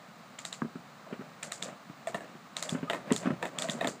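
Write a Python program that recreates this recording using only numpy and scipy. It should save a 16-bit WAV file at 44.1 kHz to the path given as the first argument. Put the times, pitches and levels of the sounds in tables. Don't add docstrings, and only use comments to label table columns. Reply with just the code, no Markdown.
import sys
import numpy as np
from scipy import signal
from scipy.fft import rfft, irfft, next_fast_len
from scipy.io import wavfile
from scipy.ndimage import map_coordinates

SR = 44100
rng = np.random.default_rng(int(sys.argv[2]) if len(sys.argv) > 2 else 0)


def unload_audio(sound):
    columns = np.transpose(np.atleast_2d(sound))
    steps = np.round(np.clip(columns, -1, 1) * 32767)
    wavfile.write(sys.argv[1], SR, steps.astype(np.int16))


N = 176400
BLOW_T = np.arange(SR // 5) / SR

# frequency in Hz, relative level in dB.
CLICK_REVERB = [(150, -69), (600, -3.5), (1400, -6.5), (3500, -6.5), (4600, 0), (5700, -4.5), (7300, 5.5),
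                (8300, -1.5), (10000, -13), (12500, -23), (15000, -23)]


def pawl():
    # start in seconds, relative level in dB, main ring's pitch in Hz,
    # then the gains of that ring, the treble and the drag in dB.
    clicks = [(0.3898, -23.5, 4000, -3, -5.5, -9.5), (0.4518, -19, 3850, 6, -4, -19),
              (0.5280, -18.5, 3880, 8.5, -7.5, -18), (1.431, -22.5, 3820, -17, 1, -6),
              (1.5207, -18, 3900, 4, -2, -15), (1.6255, -17.5, 3580, 11, -1.5, -15),
              (2.5675, -14, 3730, 5, -7.5, -22.5), (2.6264, -16.5, 3850, 1.5, -1.5, -18),
              (2.6935, -19.5, 3437, 14, 1.5, -14), (3.1230, -16, 3300, 4, -1, -12.5),
              (3.1631, -18, 3640, 3, 0.5, -24), (3.5869, -16, 3440, 8, -1, -16.5),
              (3.622, -14.5, 3570, 8, -4.5, -18), (3.6978, -16.5, 3550, 13.5, 0.5, -12.5),
              (3.8730, -17.5, 3600, 7, -2, -17)]
    # frequency in Hz, relative level in dB, T60 in seconds.
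    pawl_modes = [(694, -15.5, 0.02), (1267, -18.5, 0.039), (1910, -12.5, 0.015), (7020, -1, 0.0059),
                  (8340, -6, 0.007), (14400, -18, .005)]
    # frequency in Hz, relative level in dB.
    crack_spectrum = [(300, -29), (1500, -27), (3500, 0.5), (5500, -3), (7500, 6.5), (10000, -9.5),
                      (12500, -19), (15000, -23)]
    drag_spectrum = [(60, -37), (250, -21), (700, -12.5), (1400, -5.5), (2050, 0.5), (3800, -5.5),
                     (5200, -22), (8000, -17), (14000, -46)]
    drag_lead_s = 0.0038
    out = np.zeros(N)
    for start, db, ring_hz, ring_db, treble_db, drag_db in clicks:
        modes = ring(pawl_modes, attack=0.00032, scatter_db=2, detune=0.0037)
        main_ring = amp(ring_db + 3.5) * fade(t60=0.0046, attack=0.00079) * sine(ring_hz)
        crack = amp(-7) * noise(crack_spectrum) * fade(t60=0.01, attack=0.000067)
        snap = in_room(unit(modes + main_ring + crack), CLICK_REVERB, tail_db=-4, walls_db=-5)
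        add(out, start, amp(db - 16.5) * shelf(snap, treble_db, corner_hz=5050))
        drag = unit(noise(drag_spectrum) * fade(t60=0.046, attack=0.0007))
        add(out, start - drag_lead_s, amp(db + drag_db - 11) * drag)
    return out


def lever():
    # start in seconds, relative level in dB,
    # then the gains of the treble, the latch tick and the hollow ring in dB.
    clacks = [(1.065, -38, -23, -29, -7), (2.0715, -25, -0.5, -5.5, 3.5), (2.1447, -25.5, 1, -9, 3),
              (2.206, -42, 6, -4.5, 4), (2.8985, -23, 2.5, -9.5, 4), (2.9322, -26.5, 1.5, -9, -1.5),
              (2.946, -29, -3, -13, -23), (3.1052, -27, -5.5, -29, -24), (3.4264, -24.5, -2, -10.5, -8),
              (3.454, -30, 0.5, -4.5, -18), (3.6865, -34.5, 6.5, -23, -1), (3.81, -22.5, -0.5, -16, -1.5),
              (3.8450, -25, -0.5, -10, -7), (3.872, -25.5, -16, -2, -12)]
    # frequency in Hz, relative level in dB, T60 in seconds.
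    lever_modes = [(400, -13.5, 0.019), (610, -9, 0.043), (967, -9, 0.025), (1283, -11, 0.033),
                   (1830, -2, 0.023), (2080, -8, 0.013), (2620, -2.5, 0.013), (3810, -10.5, 0.01)]
    # frequency in Hz, relative level in dB.
    scrape_spectrum = [(100, -21), (250, -0.5), (700, 4), (850, -4), (1150, -1.5), (1480, -15), (1900, 2.5),
                       (2400, -13.5), (3600, -8), (5200, -31), (14000, -37)]
    tick_spectrum = [(3000, -4.5), (5500, -18), (7000, -1), (8400, 4.5), (10000, -33), (12500, -25),
                     (15000, -11)]
    reverb_spectrum = [(80, -60), (250, 3.5), (680, -1), (850, 0.5), (1200, -6), (2000, -3), (3500, -17),
                       (5500, -21), (8000, -18.5), (12500, -32), (15000, -31)]
    hollow_hz, hollow_t60 = 683.3, 0.069
    out = np.zeros(N)
    for start, db, treble_db, tick_db, hollow_db in clacks:
        hollow_mode = (hollow_hz, hollow_db - 0.5, hollow_t60)
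        knock = ring([hollow_mode], attack=0.0016, scatter_db=5, detune=0.0095)
        wall_echo_s = 0.01 * np.exp(rng.normal(0, 0.237))
        for delay, arrival_db, dull_db in [(0, 0, 0), (wall_echo_s, -5, -23)]:
            modes = ring(lever_modes, attack=0.0016, scatter_db=2, detune=0.042)
            scrape = amp(-13.5) * unit(noise(scrape_spectrum) * fade(t60=0.011, attack=0.0015))
            add(knock, delay, amp(arrival_db) * shelf(modes + scrape, dull_db, corner_hz=1500))
        tick = amp(tick_db - 11) * unit(noise(tick_spectrum) * fade(t60=0.016, attack=0.00055))
        knock = low_cut(knock, corner_hz=238)
        knock = unit(in_room(knock, reverb_spectrum, tail_db=-9.5, walls_db=3))
        knock = shelf(knock, treble_db, corner_hz=1340)
        tick = in_room(tick, CLICK_REVERB, tail_db=-3.5, walls_db=1.5)
        add(out, start, amp(db - 4) * (knock + tick))
    return out


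def boot():
    # start in seconds, relative level in dB, pitch in Hz, slap gain in dB,
    # contact time in seconds.
    thumps = [(0.6193, -22, 221, -5, 0.00052), (0.646, -29.5, 229, -20, 0.0022),
              (0.7538, -31.5, 242, -11.5, 0.0022), (1.1247, -29, 240, -10, 0.005),
              (1.192, -34, 223, -15, 0.0026), (1.2084, -36, 254, -8.5, 0.0032),
              (1.896, -37.5, 177, -8, 0.0028), (2.146, -34, 205, -27, .003), (2.350, -40.5, 220, -9, .003),
              (2.722, -24.5, 236, -30, .003), (2.7471, -24, 251, -10.5, 0.0034),
              (2.828, -25.5, 249, -12.5, 0.0038), (3.1141, -14, 251, -13, 0.0017),
              (3.2549, -24.5, 290, -5.5, 0.0032), (3.27, -18, 242, -11.5, 0.0019),
              (3.3029, -21, 216, -9, 0.0017), (3.322, -29.5, 174, -25, 0.0021),
              (3.69, -27.5, 207, -11, 0.0013), (3.737, -34, 236, -18, .003), (3.75, -33, 240, -18, 0.0026),
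              (3.846, -27.5, 275, -21, 0.0025), (3.872, -33.5, 200, -27, .003)]
    # multiple of the pitch, relative level in dB, T60 in seconds.
    boot_modes = [(.68, -6, 0.071), (1, 5, 0.052), (1.65, -1.5, 0.045)]
    # frequency in Hz, relative level in dB.
    slap_spectrum = [(60, -32), (330, 9), (800, -2), (1150, 6), (1500, 7.5), (1900, -2), (3000, -13),
                     (5000, -56), (14000, -54)]
    reverb_spectrum = [(50, -43), (110, -3), (170, 8), (260, -12.5), (400, -8.5), (700, -4), (1400, -25),
                       (3000, -33), (8000, -45)]
    scuff_from_s = 0.002
    out = np.zeros(N)
    for start, db, hz, slap_db, contact_s in thumps:
        modes = [(hz * ratio, level, t60) for ratio, level, t60 in boot_modes]
        body = unit(ring(modes, attack=0.0031, scatter_db=3.5, detune=0.023))
        scuff = shelf(noise(slap_spectrum), 17 * np.log(contact_s / scuff_from_s), corner_hz=1800)
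        slap = amp(slap_db - 1) * unit(scuff * fade(t60=0.0066 + 11 * contact_s, attack=contact_s))
        thump = unit(in_room(body + slap, reverb_spectrum, tail_db=-16.5, walls_db=0.5))
        add(out, start, amp(db - 4.5) * thump)
    return out


def rubbing():
    # peak time, rise and fall in seconds, relative level in dB.
    pulls = [(1.124, 0.027, 0.029, -49.5), (1.221, 0.0075, 0.12, -54), (1.44, 0.012, 0.083, -47.5),
             (1.686, 0.078, 0.054, -44), (2.24, 0.018, 0.068, -49.5), (2.64, 0.088, 0.1, -49),
             (2.76, 0.068, 0.12, -47.5), (2.945, 0.048, 0.068, -45), (3.111, 0.046, 0.032, -41.5),
             (3.261, 0.044, 0.085, -39.5), (3.444, 0.028, 0.033, -41), (3.635, 0.082, 0.072, -40),
             (3.75, 0.047, 0.074, -47.5), (3.869, 0.062, 0.031, -39.5)]
    # frequency in Hz, relative level in dB.
    rub_spectrum = [(60, -41), (180, 3), (400, -10), (590, 3), (850, -9.5), (1250, -9), (2400, -16),
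                    (4500, -30.5), (8000, -36.5), (14000, -56)]
    t = np.arange(N) / SR
    swell = sum(amp(db) * np.exp(-((t - peak) / np.where(t < peak, rise, fall)) ** 2)
                for peak, rise, fall, db in pulls)
    slips = amp(3.3 * wobble(300)) * rng.standard_normal(N)
    friction = filtered(slips, lambda hz: amp(along(rub_spectrum, hz)))
    return amp(1) * swell * friction / friction.std()


def squeaks():
    # peak time in seconds, half length in seconds, pitch in Hz, level in dB.
    notes = [(2.884, .011, 1228, -39), (3.657, 0.0078, 667, -32)]
    t = np.arange(N) / SR
    out = np.zeros(N)
    for peak, half_length, hz, db in notes:
        swell = amp(db) * np.exp(-((t - peak) / half_length) ** 2)
        pitch_hz = hz * (1 + 0.022 * wobble(200))
        out += swell * np.sin(2 * np.pi * np.cumsum(pitch_hz) / SR)
    return out


def in_room(blow, spectrum, tail_db, walls_db):
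    # delay in seconds, relative level in dB.
    echoes = [(.0075, -15.5), (0.0112, -16.5), (0.0139, -19), (.0255, -20), (0.035, -19)]
    # frequency in Hz, T60 in seconds.
    reverb_times = [(150, 0.69), (700, 0.38), (3000, 0.19), (8000, 0.22), (15000, 0.2)]
    tail_start_s, tail_rise_s = 0.0054, 0.0018
    hz, t, bands = signal.stft(noise(spectrum), SR, nperseg=256)
    decay = np.exp(-np.log(1000) * t / along(reverb_times, hz)[:, None])
    tail = signal.istft(bands * decay, SR, nperseg=256)[1][:len(BLOW_T)]
    clumps = amp(2.5 * wobble(449, size=len(BLOW_T)))
    tail = tail * clumps * np.clip((BLOW_T - tail_start_s) / tail_rise_s, 0, 1)
    out = blow + amp(tail_db) * np.linalg.norm(blow) * tail / np.linalg.norm(tail)
    head_shifts_s = rng.normal(0, 0.0004, len(echoes))
    for (delay, db), shift in zip(echoes, head_shifts_s):
        add(out, abs(delay + shift), amp(db + walls_db) * blow)
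    return out


def hiss():
    # frequency in Hz, relative level in dB.
    floor_spectrum = [(25, -58), (79, -21.5), (144, 1), (240, 1), (297, -7.5), (399, -11), (680, -3.5),
                      (919, -7.5), (1200, -3.5), (1410, -8), (2400, -14.5), (3340, -19.5), (3930, -16.5),
                      (5580, -24.5), (7300, -23.5), (12500, -42.5), (15500, -25)]
    return amp(-52 + 0.22 * wobble(5.76)) * noise(floor_spectrum, N)


def ring(modes, attack, scatter_db, detune):
    draws = rng.standard_normal((len(modes), 2))
    out = np.zeros(len(BLOW_T))
    for k, ((hz, db, t60), (level_draw, pitch_draw)) in enumerate(zip(modes, draws)):
        envelope = amp(db + scatter_db * level_draw) * fade(t60, attack)
        out += (-1) ** k * envelope * sine(hz * (1 + detune * pitch_draw))
    return out


def sine(hz):
    return np.sin(2 * np.pi * hz * BLOW_T)


def fade(t60, attack):
    return np.exp(-np.log(1000) * BLOW_T / t60) * (1 - np.exp(-BLOW_T / attack))


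def noise(spectrum, size=len(BLOW_T)):
    x = filtered(rng.standard_normal(size), lambda hz: amp(along(spectrum, hz)))
    return x / x.std()


def wobble(rate, size=N):
    return map_coordinates(rng.standard_normal(4096), [np.arange(size) * rate / SR], mode="wrap")


def filtered(x, response):
    size = next_fast_len(len(x) + 8192)
    return irfft(rfft(x, size) * response(np.fft.rfftfreq(size, 1 / SR)), size)[:len(x)]


def shelf(x, treble_db, corner_hz):
    return filtered(x, lambda hz: amp(treble_db * hz ** 4 / (hz ** 4 + corner_hz ** 4)))


def low_cut(x, corner_hz):
    return signal.sosfilt(signal.butter(2, corner_hz, "high", fs=SR, output="sos"), x)


def along(points, hz):
    knots_hz, values = np.transpose(points)
    return np.interp(np.log(hz + 1), np.log(knots_hz + 1), values)


def amp(db):
    return 10 ** (np.asarray(db) / 20)


def unit(x):
    return x / np.linalg.norm(x) * np.sqrt(0.01 * SR)


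def add(track, start, x):
    part = track[round(start * SR):][:len(x)]
    part += x[:len(part)]


def scene():
    return (pawl() + lever() + boot() + rubbing() + squeaks() + hiss())[None]


def record(dry):
    thin = low_cut(dry, corner_hz=54)
    return np.array([filtered(channel, lambda hz: hz < 15500) for channel in thin])


dry = scene()
out = record(dry)
unload_audio(out)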